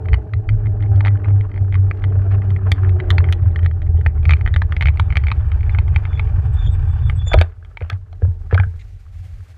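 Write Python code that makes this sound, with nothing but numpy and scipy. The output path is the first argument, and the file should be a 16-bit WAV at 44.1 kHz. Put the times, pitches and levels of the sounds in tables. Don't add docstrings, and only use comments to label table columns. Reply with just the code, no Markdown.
import sys
import numpy as np
from scipy import signal
from scipy.fft import rfft, irfft, next_fast_len
from scipy.io import wavfile
from scipy.ndimage import uniform_filter1d

SR = 44100
rng = np.random.default_rng(int(sys.argv[2]) if len(sys.argv) > 2 else 0)


def log_audio(samples):
    frames = np.atleast_2d(samples).T
    limited = np.clip(frames, -1, 1)
    pcm = np.round(limited * 32767).astype(np.int16)
    wavfile.write(sys.argv[1], SR, pcm)


N = 422037
TIME = np.arange(N) / SR
STOP_S = 7.33


def from_db(db):
    return 10 ** (np.asarray(db) / 20)


def rms_one(x):
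    return x / np.sqrt(np.mean(x ** 2) + 1e-20)


def in_time(rows):
    s, *columns = np.transpose(rows)
    return [np.interp(TIME, s, c) for c in columns]


def noise(spectrum):
    hz, db = np.transpose(spectrum)
    octave = np.log2(np.arange(N // 2 + 1) * SR / N + 1)
    known = np.log2(hz)
    outside = np.abs(octave - np.clip(octave, known[0], known[-1]))
    gain = from_db(np.interp(octave, known, db) - 36 * outside)
    size = next_fast_len(N)
    gain = np.interp(np.linspace(0, 1, size // 2 + 1), np.linspace(0, 1, len(gain)), gain)
    return rms_one(irfft(rfft(rng.standard_normal(size)) * gain, size)[:N])


def drift(rate_hz):
    step = 40
    r = np.exp(-2 * np.pi * step * rate_hz / SR)
    chance = rng.standard_normal(N // step + 2002)
    slow = signal.lfilter([1], [1, -2 * r, r * r], chance)[2000:]
    return np.interp(np.arange(N) / step, np.arange(len(slow)), rms_one(slow))


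def turning(hz):
    return 2 * np.pi * np.cumsum(hz) / SR


def add(out, s, sound):
    at = max(round(s * SR), 0)
    out[at:at + len(sound)] += sound[:len(out) - at]


def strike(modes, contact_s, scuff, vary_db, detune, pitch=1):
    t = TIME[:SR // 6]
    hz, db, t60 = np.transpose(modes)[:, :, None]
    hz = pitch * hz * (1 + detune * rng.standard_normal(hz.shape))
    signs = (-1) ** np.arange(len(modes))[:, None]
    decay = from_db(db + vary_db * rng.standard_normal(hz.shape) - 60 * t / t60)
    ring = (signs * decay * np.sin(2 * np.pi * hz * t)).sum(0)
    force = scuff * rng.standard_normal(len(t)) * np.exp(-t / contact_s)
    force[0] += 1
    sound = signal.fftconvolve(ring, force)[:len(t)]
    return sound / np.abs(sound).max()


def resonances(x, modes):
    out = 0
    for hz, width, db in modes:
        peak = np.concatenate(signal.iirpeak(hz, hz / width, fs=SR))
        out = out + from_db(db) * rms_one(signal.sosfilt([peak, peak], x))
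    return out


def soften(x, hz, order=2):
    return signal.sosfilt(signal.butter(order, hz, fs=SR, output="sos"), x + 1e-18)


def afterring(x, t60, level_db, low_hz):
    t = TIME[:SR // 2]
    tail = rng.standard_normal(len(t)) * from_db(-60 * t / t60)
    high_pass = signal.butter(2, low_hz, "high", fs=SR, output="sos")
    tail = signal.sosfilt(high_pass, tail / np.linalg.norm(tail))
    return x + from_db(level_db) * signal.fftconvolve(x, tail)[:N]


# f/Hz, relative density level/dB
SHORE_SPECTRUM = [(190, 7), (260, -1.5), (420, -3), (770, 1), (980, -12.5), (1300, -5), (2200, -2),
                  (3000, -8), (4500, -10.5), (7000, -14), (9000, -17.5), (14500, -24)]
# t/s, level/dB before flutter
SHORE_LEVEL = [(0, -72.5), (8.1, -68.5), (8.65, -63.5), (8.87, -61), (9.03, -64), (9.2, -59), (9.55, -60)]


def shore(flutter_db=2.0):
    return from_db(in_time(SHORE_LEVEL)[0] + flutter_db * drift(21)) * noise(SHORE_SPECTRUM)


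# f/Hz, relative density level/dB
WIND_SPECTRUM = [(15, -14.5), (25, -7), (38, 4.5), (55, -0.5), (90, -4.5), (150, -20), (300, -56.5)]
# t/s, level/dB before trim
GUST_LEVEL = [(0.0, -51), (0.16, -27), (0.26, -47), (0.53, -21.5), (1.22, -32.5), (3.44, -27.5),
              (4.05, -23), (4.97, -25), (6.03, -22), (6.16, -29), (6.27, -17), (6.48, -28), (6.61, -15.5),
              (7.3, -28), (7.35, -11.5), (7.51, -42), (8.6, -31), (8.95, -34.5), (9.1, -39.5),
              (9.17, -34.5), (9.4, -31.5), (9.46, -55)]


def wind(trim_db=1.0, buffet_db=1.0):
    return from_db(in_time(GUST_LEVEL)[0] + trim_db + buffet_db * drift(7.8)) * noise(WIND_SPECTRUM)


# t/s, share (0-1)
BRAKE_PULL = [(0, 0.1), (3.6, 0.06), (5, 0.55), (6, 0.39), (7.3, 0.94), (7.5, 0)]


def braking():
    return np.clip(in_time(BRAKE_PULL)[0], 0, 1)


# t/s, tyre roar level/dB, rubbing level/dB, both before trims
GROUND_LEVELS = [(0.0, -38.5, -54.5), (0.37, -46, -63), (0.8, -42, -54), (1.05, -41.5, -58),
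                 (1.45, -42.5, -54.5), (1.88, -44, -58), (2.35, -39, -49), (2.55, -43.5, -52),
                 (3.17, -36.5, -49), (3.75, -46, -62), (4.26, -42.5, -59.5), (4.39, -44.5, -56.5),
                 (5.4, -46, -53), (6.69, -46, -50.5), (7.33, -51, -54.5), (7.57, -62, -64),
                 (8.07, -63.5, -69), (8.49, -59, -66), (8.89, -70, -76), (9.5, -70, -70)]
# f/Hz, relative density level/dB
TYRE_SPECTRUM = [(170, 7.5), (240, -4.5), (310, 0.5), (370, 0.5), (440, 5), (535, -14.5), (610, 0.5),
                 (690, -11), (770, -1.5), (950, -17)]
GRIT_SPECTRUM = [(750, -2), (900, 1.5), (1070, 9), (1350, 8.5), (1750, 5.5), (2000, -5), (2300, -9),
                 (2700, -11.5), (3050, -13.5), (3600, -25.5), (5000, -33.5), (8000, -40), (15000, -52.5)]
PAD_SPECTRUM = [(640, -10.5), (780, 8.5), (1030, 0), (1200, 3), (1330, -5.5), (1520, 3), (1850, -2),
                (2060, -17), (2330, -5.5), (2900, -12), (3500, -21), (3900, -27), (4500, -24),
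                (6000, -30.5), (15000, -52.5)]
# f/Hz, width/Hz, level/dB relative to the pad noise
DISC_MODES = [(2370, 110, -18), (3050, 150, -24.5), (4700, 490, -31), (6670, 590, -38), (10800, 700, -45.5)]


def rolling(tyre_trim_db=0.97, braked_db=-0.5, pads_db=4.0):
    tyre_db, rub_db = in_time(GROUND_LEVELS)
    brake = braking()
    tyre = from_db(tyre_db + tyre_trim_db + braked_db * brake + 2.5 * drift(24)) * noise(TYRE_SPECTRUM)
    grit = from_db(rub_db + 5.9 * drift(43)) * noise(GRIT_SPECTRUM)
    pad_noise = noise(PAD_SPECTRUM) + resonances(rng.standard_normal(N), DISC_MODES)
    pads = from_db(rub_db + pads_db + 3.8 * drift(25)) * pad_noise
    resting = from_db(np.interp(TIME, [7.4, 7.6], [0, 2]))
    return resting * (tyre + np.sqrt(1 - brake) * grit + np.sqrt(brake) * pads)


# t/s, level/dB
SCRAPE_TIMES = [(8.795, -50), (8.811, -48)]
# f/Hz, width/Hz, relative level/dB
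SCRAPE_MODES = [(2130, 630, -1.5), (3600, 650, -8), (6700, 800, -15)]


def scrapes(rise_s=0.005, fall_s=0.018, grain_db=3):
    level = sum(from_db(db) * np.interp(TIME - s, [-rise_s, 0, fall_s], [0, 1, 0])
                for s, db in SCRAPE_TIMES)
    return level * from_db(grain_db * drift(200)) * resonances(rng.standard_normal(N), SCRAPE_MODES)


# f/Hz, relative density level/dB
SCUFF_SPECTRUM = [(500, 6), (750, 4.5), (1000, -4), (1350, 0), (2200, -5), (2700, -7), (3600, -18),
                  (5500, -23), (7500, -28.5)]
# t/s, two thirds of the duration/s, level/dB, bass corner f/Hz, treble corner f/Hz
SCUFF_STROKES = [(0.819, 0.032, -45.5, 480, 2630), (0.905, 0.12, -42, 600, 1100),
                 (1.033, 0.042, -36.5, 748, 1110), (1.237, 0.059, -37, 602, 1800),
                 (1.941, 0.074, -53.5, 901.4, 4000), (2.246, 0.046, -50, 547, 1100),
                 (2.305, 0.041, -37.5, 700, 3000), (2.662, 0.015, -34, 498.6, 1200),
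                 (3.12, 0.05, -41, 500, 1400), (7.261, 0.058, -46.5, 700, 3500),
                 (7.484, 0.058, -57.5, 896, 2400), (7.812, 0.11, -49, 499, 4100),
                 (8.507, 0.043, -39, 493, 3590)]


def scuffs(grain_db=5.5):
    out = np.zeros(N)
    rub = noise(SCUFF_SPECTRUM) * from_db(grain_db * drift(120))
    for s, length, db, low_hz, high_hz in SCUFF_STROKES:
        at, size = round(s * SR), int(1.5 * length * SR)
        stroke = np.interp(np.linspace(0, 1, size), [0, .1, .65, 1], [0, 1, .6, 0])
        high_pass = signal.butter(2, low_hz, "high", fs=SR, output="sos")
        thinned = signal.sosfilt(high_pass, rub[at:at + size])
        add(out, s, from_db(db) * stroke * rms_one(soften(thinned, high_hz)))
    return out


# middle t/s, f/Hz, level/dB, duration/s
GROAN_NOTES = [(0.911, 394, -33, 0.094), (2.264, 695, -36, 0.062), (2.675, 437, -33, .06),
               (2.692, 780.3, -37, 0.037), (2.856, 382, -36, .1), (2.966, 357.5, -36.5, .16),
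               (3.15, 375, -39, 0.15)]


def groans(waver=.025, octave_db=-13):
    out, wobble = np.zeros(N), drift(70)
    for s, hz, db, length in GROAN_NOTES:
        swell = np.hanning(int(length * SR))
        phase = turning(hz * (1 + waver * wobble[round(s * SR):][:len(swell)]))
        note = np.sin(phase) + from_db(octave_db) * np.sin(2 * phase)
        add(out, s - length / 2, from_db(db) * swell * note)
    return out


# f/Hz, width/Hz, level/dB before braking and flares
SIZZLE_MODES = [(3630, 150, -61), (7900, 420, -65.5), (7000, 600, -76.5), (4600, 700, -75.5)]


def sizzle(flare_db=6.5, braked_db=22):
    gate = np.interp(TIME, [4.3, 5, STOP_S, 7.4], [0, 1, 1, 0])
    level = from_db(braked_db * (braking() - 1.5)) * gate
    flares = 0
    for mode in SIZZLE_MODES:
        flare = from_db(flare_db * np.minimum(drift(15), 2))
        flares = flares + flare * resonances(rng.standard_normal(N), [mode])
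    return level * flares


# loudest t/s, f/Hz, level/dB, rise/s, fall/s, roughness (0-1), octave relative level/dB
SQUEAL_FITS = [(5.03, 3480, -65, .16, 0.24, 0.8, -28), (5.4, 3480, -65.5, 0.12, .12, .7, -25),
               (5.73, 3486, -57.5, 0.21, 0.11, .7, -24), (6.155, 3480, -46.5, 0.17, .11, 0.57, -26.5),
               (6.47, 3501, -63, .15, .1, .2, -22), (6.565, 3480, -47, .05, .06, 0.7, -26),
               (6.595, 3537, -42, 0.086, 0.27, 0.5, -23.5), (6.648, 3380, -44, .04, .04, 0.76, -16),
               (6.665, 3550, -43, .06, 0.17, 0.54, -13.5), (6.675, 3330, -38.5, .04, .04, 0.98, -26),
               (6.92, 3470, -55.5, 0.2, 0.19, 0.4, -24.5), (7.08, 3470, -42, 0.082, 0.043, 0.44, -33),
               (7.2, 3430, -37, .045, .09, 0.5, -37), (7.283, 3530, -29.5, .043, .046, 0.13, -3.5),
               (7.32, 3470, -26.5, 0.067, .098, .1, -25)]
# middle t/s, f/Hz, level/dB, duration/s
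CHIRP_NOTES = [(6.463, 8220, -66, .022), (6.54, 7880, -58, 0.028), (6.732, 7950, -54, 0.044),
               (7.102, 8800, -68, .03), (7.117, 10100, -69.5, 0.033), (7.172, 7950, -55, 0.048)]


def squeal(swing_db=34, waver_hz=90, third_db=-22, glide=-.012, flutter_db=5.5):
    out, wobble, flutter = np.zeros(N), drift(130), drift(60)
    for s, hz, db, rise_s, fall_s, rough, octave_db in SQUEAL_FITS:
        away = np.maximum((s - TIME) / rise_s, (TIME - s) / fall_s)
        on = away < 2
        phase = turning(hz + waver_hz * rough * wobble[on])
        swell = from_db(-swing_db * away[on] + flutter_db * rough * flutter[on])
        overtones = np.sin(2 * phase) + from_db(third_db) * np.sin(3 * phase)
        overtones *= from_db(octave_db) * np.minimum(swell, 1) ** .5
        out[on] += from_db(db) * swell * (np.sin(phase) + overtones)
    for s, hz, db, length in CHIRP_NOTES:
        u = np.linspace(-1, 1, int(length * SR))
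        falling_hz = hz * (1 + glide * u / 2) + waver_hz * wobble[round(s * SR):][:len(u)]
        add(out, s - length / 2, from_db(db) * np.cos(np.pi * u / 2) * np.sin(turning(falling_hz)))
    return out


# t/s, 2nd, 3rd and 4th level/dB, 6th level/dB (the 8th 1 dB less), before trim
MOTOR_OVERTONES = [(0, -59, -53, -40, -59), (.35, -54, -49.5, -47.5, -58.5), (.6, -49, -51, -44, -58.5),
                   (.9, -54, -40, -46.5, -53), (1.1, -42.5, -40.5, -45, -48.5),
                   (1.4, -53.5, -46.5, -52.5, -59), (1.7, -55.5, -49, -50.5, -61.5),
                   (2.1, -50.5, -46.5, -47, -59.5), (2.35, -35, -44, -43.5, -55),
                   (2.55, -39, -51.5, -46, -73), (2.75, -41.5, -40, -44, -54), (2.92, -51.5, -47, -38, -59),
                   (3.15, -55.5, -57.5, -40.5, -51.5), (3.45, -50.5, -51, -47.5, -69),
                   (4.0, -56, -60.5, -53.5, -69.5), (5.2, -70, -78.5, -74.5, -80.5)]


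def motor(phase, level_db=-2.0, waver_db=2.5, shimmy=0.11):
    second, third, fourth, high = in_time(MOTOR_OVERTONES)
    out = 0
    for k, db in [(2, second), (3, third), (4, fourth), (6, high), (8, high - 1)]:
        level = from_db(db + level_db + waver_db * drift(7))
        out = out + level * np.sin(k * phase + shimmy * drift(8))
    return np.sqrt(2) * out


# t/s, f/Hz
FACE_RING = [(0, 2087), (2.1, 2067), (2.7, 1960), (3.1, 1906), (3.18, 2220), (3.33, 1930), (4.07, 1890),
             (4.25, 2280), (4.34, 2280), (4.45, 1900), (4.72, 1850), (4.77, 2215), (5.32, 2245),
             (6.2, 2190), (8.6, 2255)]
# f/Hz, relative level/dB, T60/s
JOINT_MODES = [(437, -16, 0.0053), (893, -6, 0.021), (1170, -3, .014), (1585, -4.5, 0.0037),
               (2570, -5, .009), (3076, 0.5, 0.0063), (3530, 1, 0.0041), (4197, -18, 0.015),
               (4720, -23, 0.0038), (5440, -21, 0.0045), (7000, -23, 0.0028), (9400, -38, .0031),
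               (11300, -38.5, 0.001), (2310, -29.5, .12), (1960, -26, 0.12), (3710, -33, 0.062)]


def joint_modes(s):
    return [(np.interp(s, *np.transpose(FACE_RING)), 10, 0.0081)] + JOINT_MODES


# t/s, level/dB before trims, treble loss per band/dB, slaps in a row
JOINT_SLAPS = [(0.057, -45.5, 16, 1), (0.086, -36, 15, 1), (0.132, -26, 16.5, 2), (.336, -32.5, 17, 1),
               (.49, -29.5, 15, 1), (0.659, -42.5, 33, 2), (.806, -49, 18.5, 1), (0.825, -43.5, 31, 2),
               (.862, -51, 21, 1), (.96, -52, 4.5, 1), (1.007, -29.5, 16.5, 1), (1.05, -27.5, 15, 4),
               (1.173, -48.5, 19, 1), (1.245, -39, 20, 1), (1.302, -53, 24, 1), (1.41, -39.5, 13.5, 1),
               (1.516, -46.5, 18, 1), (1.542, -45.5, 18, 1), (1.561, -44, 21, 1), (1.577, -40.5, 28, 1),
               (1.725, -38, 27, 1), (1.743, -33, 18, 2), (1.912, -27.5, 34, 1), (2.022, -46, 23, 1),
               (2.04, -31, 27, 1), (2.102, -56.5, 29, 1), (2.419, -41.5, 33, 1), (2.504, -43.5, 7, 1),
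               (2.563, -36.5, 32, 1), (2.69, -58, 13, 1), (2.718, -22, 3.5, 1), (2.769, -51, 20, 2),
               (2.847, -38, 25, 1), (2.893, -41, 11.5, 1), (3.001, -30, 15.5, 1), (3.104, -23, 0.5, 1),
               (3.182, -21.5, 13, 1), (3.242, -32, 31, 1), (3.288, -35.5, 22, 1), (3.325, -30, 0.5, 1),
               (3.56, -30, 14, 1), (3.591, -38.5, 14.5, 1), (3.631, -43.5, 12, 1), (3.647, -41, 14, 1),
               (3.661, -29.5, 12.5, 1), (3.712, -42, 19, 1), (3.819, -44.5, 10, 1), (3.975, -50, 11, 1),
               (4.012, -44, 17, 1), (4.063, -21, 23.5, 1), (4.231, -47, 23, 1), (4.254, -29.5, 14, 1),
               (4.294, -21.5, 17.5, 1), (4.308, -20.5, 10, 1), (4.321, -26, 15, 1), (4.335, -21.5, 17, 1),
               (4.368, -44, 13, 1), (4.411, -35.5, 19, 1), (4.462, -27, 34, 2), (4.54, -31, 8, 1),
               (4.562, -24, 12.5, 1), (4.577, -50, 14, 1), (4.619, -24, 17.5, 1), (4.723, -28, 33, 1),
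               (4.766, -29, 13.5, 1), (4.795, -55, 13, 1), (4.81, -22.5, 12, 2), (4.857, -24, 15, 3),
               (4.973, -39, 16, 1), (4.997, -20.5, 10.5, 1), (5.104, -33, 24, 1), (5.125, -31.5, 19, 1),
               (5.156, -26.5, 17, 1), (5.17, -19.5, 11, 1), (5.238, -35.5, 17, 1), (5.269, -29.5, 15.5, 2),
               (5.303, -35, 27, 1), (5.316, -22.5, 14, 1), (5.518, -36, 14, 1), (5.608, -46, 14, 1),
               (5.631, -42.5, 18, 1), (5.695, -35, 25, 1), (5.748, -31.5, 25, 1), (5.786, -27.5, 13, 1),
               (5.88, -43.5, 24.5, 1), (5.947, -47, 25, 1), (5.961, -22.5, 15, 1), (6.053, -33.5, 19, 1),
               (6.131, -43, 32, 1), (6.175, -42, 20, 1), (6.195, -25.5, 15, 1), (6.274, -46.5, 32, 1),
               (7.098, -27.5, 28, 1), (7.334, -21.5, 14, 1), (7.339, -20.5, 7.5, 1), (7.387, -29.5, 7, 1),
               (7.413, -22, 6.5, 1), (7.648, -52, 6, 1), (7.772, -32, 15, 1), (7.807, -41, 17, 2),
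               (7.9, -33.5, 3.5, 1), (7.929, -42, 12, 1), (8.128, -57, 4, 1), (8.545, -27, 11.5, 1),
               (8.599, -25.5, 31, 1)]


def slaps(wheel_hz, loss_db=0.2, cycles=1.03):
    hits = []
    for s, db, dull_db, count in JOINT_SLAPS:
        period = cycles / np.interp(s, TIME, wheel_hz)
        hits += [(s + k * period, db - k * loss_db, dull_db) for k in range(round(count))]
    return hits


# lower f/Hz, upper f/Hz
RING_EDGE_CRACK = [(450, 2700), (2950, 4800), (5100, 15000)]
# f/Hz, width/Hz
RING_NOTCHES = [(2700, 40), (3980, 130)]


def rattle(hits, trim_db=(0.5, 3.0, -8), rebound_db=-11, rebound_s=0.0021):
    out = np.zeros(N)
    bands = [signal.butter(2, band, "band", fs=SR, output="sos") for band in RING_EDGE_CRACK]
    dips = [np.concatenate(signal.iirnotch(hz, hz / width, fs=SR)) for hz, width in RING_NOTCHES]
    for s, db, dull_db in hits:
        blow = strike(joint_modes(s), contact_s=.0018, scuff=.09, vary_db=2.8, detune=.02)
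        slap = signal.sosfilt(dips, blow)
        add(slap, rebound_s * rng.uniform(0.46, 3.8), from_db(rebound_db) * slap)
        for k, (band, trim) in enumerate(zip(bands, trim_db)):
            part = signal.sosfilt(np.vstack([band, band]) if k else band, slap)
            part *= np.sqrt(SR / 100) / np.linalg.norm(part)
            add(out, s, from_db(db - k * dull_db + trim) * part)
    return out


def ticks(phase, level_db=-41, spread_db=-0.5, dull_hz=2600, threshold=0.4):
    out, fit = np.zeros(N), drift(14)
    cycles = np.flatnonzero(np.diff(phase // (2 * np.pi)))
    on_planks = (TIME[cycles] > 2.7) & (TIME[cycles] < 6.3)
    for at in cycles[(fit[cycles] > threshold) & on_planks]:
        size = from_db(level_db + spread_db * min(rng.standard_normal(), 2))
        touch = strike(joint_modes(TIME[at]), contact_s=.002, scuff=.3, vary_db=3.0, detune=.03)
        add(out, TIME[at] + rng.uniform(0, 0.00097), size * touch)
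    return soften(out, dull_hz)


# t/s, hollow body level/dB, body pitch ratio, hard clack level/dB, before softening
DECK_KNOCKS = [(7.269, -32, 1.0, -41), (7.317, -18, 1.23, -19.5), (7.3422, -0.5, 1.05, -17),
               (7.347, -13, 1.03, -28), (7.375, -40, 0.81, -28), (7.386, -37, .65, -20),
               (7.405, -27, 0.53, -23), (7.4138, -7, 1.056, -14.5), (7.443, -42, 0.63, -42),
               (7.626, -53, .89, -40.5), (7.712, -49, 0.86, -47), (7.814, -22, 0.8, -34),
               (7.899, -38, 0.76, -18), (7.917, -33, 1.12, -30), (8.129, -36.5, 1.23, -47),
               (8.221, -20, 0.79, -34), (8.25, -28, .96, -36.5), (8.511, -39, 0.83, -22.5),
               (8.527, -10.5, 0.77, -22), (8.551, -19, 1.1, -27), (8.578, -31, 0.77, -8),
               (8.599, -20.5, 1.44, -19), (8.635, -36, 1.13, -20.5), (8.740, -45, .8, -45)]
# f/Hz (the deck's at pitch ratio 1), relative level/dB, T60/s
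DECK_MODES = [(363, -22, 0.069), (450, -10, .02), (597, 0, .021), (744, -20.5, 0.097), (885, -18, 0.023)]
CLACK_MODES = [(1220, -3, 0.012), (1610, 3.5, .013), (1750, -12.5, .011), (2220, -16.5, 0.0057),
               (3320, -23, .012)]


def knocks(body_hz=1300, clack_hz=3000):
    body, clack = np.zeros((2, N))
    for s, body_db, pitch, clack_db in DECK_KNOCKS:
        hollow = strike(DECK_MODES, contact_s=.002, scuff=.05, vary_db=1.2, detune=.012, pitch=pitch)
        hard = strike(CLACK_MODES, contact_s=.004, scuff=.08, vary_db=1.5, detune=.03)
        add(body, s, from_db(body_db) * hollow)
        add(clack, s, from_db(clack_db) * hard)
    both = soften(body, body_hz) + soften(clack, clack_hz)
    return afterring(both, t60=0.11, level_db=-8.5, low_hz=420)


def thump(hz, rise_s, fall_s):
    t = TIME[:SR // 2]
    swell = (1 - np.exp(-t / rise_s)) ** 2 * np.exp(-t / fall_s)
    return swell / swell.max() * np.sin(2 * np.pi * hz * t)


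# t/s, envelope peak level/dB, f/Hz
DEEP_THUMPS = [(0.113, -3.5, 62.5), (7.34, -14, 59.6), (7.373, -0.5, 84.1), (7.817, -14, 83),
               (7.924, -14, 93.6), (8.227, -4.5, 87.2), (8.280, -7, 87.6), (8.529, -3, 90),
               (8.592, -4.5, 90.9), (8.664, -12, 86)]
# f/Hz, level/dB relative to the thump, T60/s
THUMP_MODES = [(357, -45.5, 0.25), (442, -38.5, 0.33), (674, -48, .25), (905, -53.5, 0.57)]


def thumps(hits, slap_db=13, slap_hz=82):
    out, t = np.zeros(N), TIME[:SR // 2]
    ring = sum(from_db(db - 60 * t / t60) * np.sin(2 * np.pi * hz * t) for hz, db, t60 in THUMP_MODES)
    for s, db, hz in DEEP_THUMPS:
        add(out, s, from_db(db) * (thump(hz, rise_s=0.0042, fall_s=0.034) + ring))
    short = thump(slap_hz, rise_s=0.0029, fall_s=0.015)
    for s, db, _ in hits:
        if s < STOP_S:
            add(out, s, from_db(db + slap_db) * short)
    return out


# t/s, level/dB before its unevenness
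STEADY_SHAKING = [(0, -18), (.3, -31), (.6, -22), (1.5, -24.5), (3.1, -24), (3.65, -13), (4.25, -15.5),
                  (4.5, -16), (6.7, -16.5), (7.3, -17)]
# middle t/s, level/dB, width at -6 dB/s
FRAME_THROBS = [(0.112, -15, 0.068), (0.372, -13.5, 0.054), (0.53, -10, 0.071), (0.678, -14, 0.12),
                (0.824, -15, 0.095), (0.965, -8.5, 0.15), (1.124, -9.5, 0.084), (1.338, -9, 0.16),
                (1.624, -11, 0.054), (1.803, -9.5, 0.19), (2.076, -13, 0.087), (2.178, -10.5, 0.096),
                (2.34, -11, 0.15), (2.518, -11.5, 0.11), (2.686, -13, 0.097), (2.891, -9.5, 0.17),
                (3.174, -9.5, 0.14), (3.3, -10.5, 0.081), (3.452, -12.5, 0.095)]


def shaking_level(uneven_db=3.0):
    power = from_db(in_time(STEADY_SHAKING)[0] + uneven_db * drift(10)) ** 2
    for s, db, length in FRAME_THROBS:
        halvings = 2 * (2 * (TIME - s) / length) ** 2
        power += from_db(db) ** 2 * .5 ** np.minimum(halvings, 40)
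    return np.sqrt(power)


# t/s, share (0-1)
HUM_SHARE = [(0, 0.32), (.6, 0.87), (2.6, 0.89), (3.4, 0.65), (4.3, 0.7), (5.6, 0.43), (6, 0.21), (9.5, 0)]
# f/Hz, relative density level/dB
FRAME_SPECTRUM = [(30, -36), (50, -7.5), (70, -4.5), (92, 9), (108, -6.5), (130, -2.5), (165, -33),
                  (230, -47.5), (400, -64.5)]
STEM_SPECTRUM = [(45, -11.5), (70, -4), (90, 7.5), (106, -5), (130, -22)]
# t/s, level/dB
STANDING_SWAY = [(7.3, -61), (7.6, -35), (8.1, -34), (8.7, -28), (9.02, -42.5), (9.11, -40), (9.16, -34),
                 (9.41, -33), (9.47, -37)]


def frame(wheel_hz, overtone_db=-40, damping_hz=165, wander_hz=0.77):
    level, smooth = shaking_level(), np.clip(in_time(HUM_SHARE)[0], 0, 1)
    phase = turning(wheel_hz + wander_hz * drift(7.45))
    shaking = np.sqrt(2 * smooth) * np.sin(phase) + np.sqrt(1 - smooth) * noise(FRAME_SPECTRUM)
    power = uniform_filter1d(uniform_filter1d(shaking ** 2, size=2200), size=900)
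    shaking /= np.sqrt(power + 1e-9)
    overtone = smooth * level * from_db(overtone_db) * np.sin(2 * phase)
    moving = soften(level * shaking, damping_hz) + overtone
    standing = from_db(in_time(STANDING_SWAY)[0]) * noise(STEM_SPECTRUM)
    share_rolling = np.interp(TIME, [7.32, 7.37], [1, 0])
    return share_rolling * moving + (1 - share_rolling) * standing


# t/s, f/Hz
WHEEL_PITCH = [(0, 109), (.6, 104.4), (1.0, 100.8), (1.45, 99.14), (1.7, 95.3), (2.0, 96.1), (2.35, 97.3),
               (2.7, 94.76), (2.9, 93), (3.15, 89.35), (3.5, 85.37), (4.3, 76.07), (5.9, 69.3)]


def scene():
    wheel_hz = in_time(WHEEL_PITCH)[0]
    phase, hits = turning(wheel_hz), slaps(wheel_hz)
    background = shore() + wind() + rolling()
    rubs = scrapes() + scuffs() + groans()
    brake = sizzle() + squeal()
    joint_and_ticks = rattle(hits) + ticks(phase)
    joint = afterring(joint_and_ticks, t60=0.21, level_db=-25.0, low_hz=350)
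    blows = joint + knocks() + thumps(hits)
    return (background + rubs + brake + motor(phase) + blows + frame(wheel_hz))[None]


def record(dry):
    rounded = dry / (1 + (dry / .97) ** 8) ** (1 / 8)
    return signal.sosfilt(signal.cheby2(12, 70, 16200, fs=SR, output="sos"), rounded)


dry = scene()
out = record(dry)
log_audio(out)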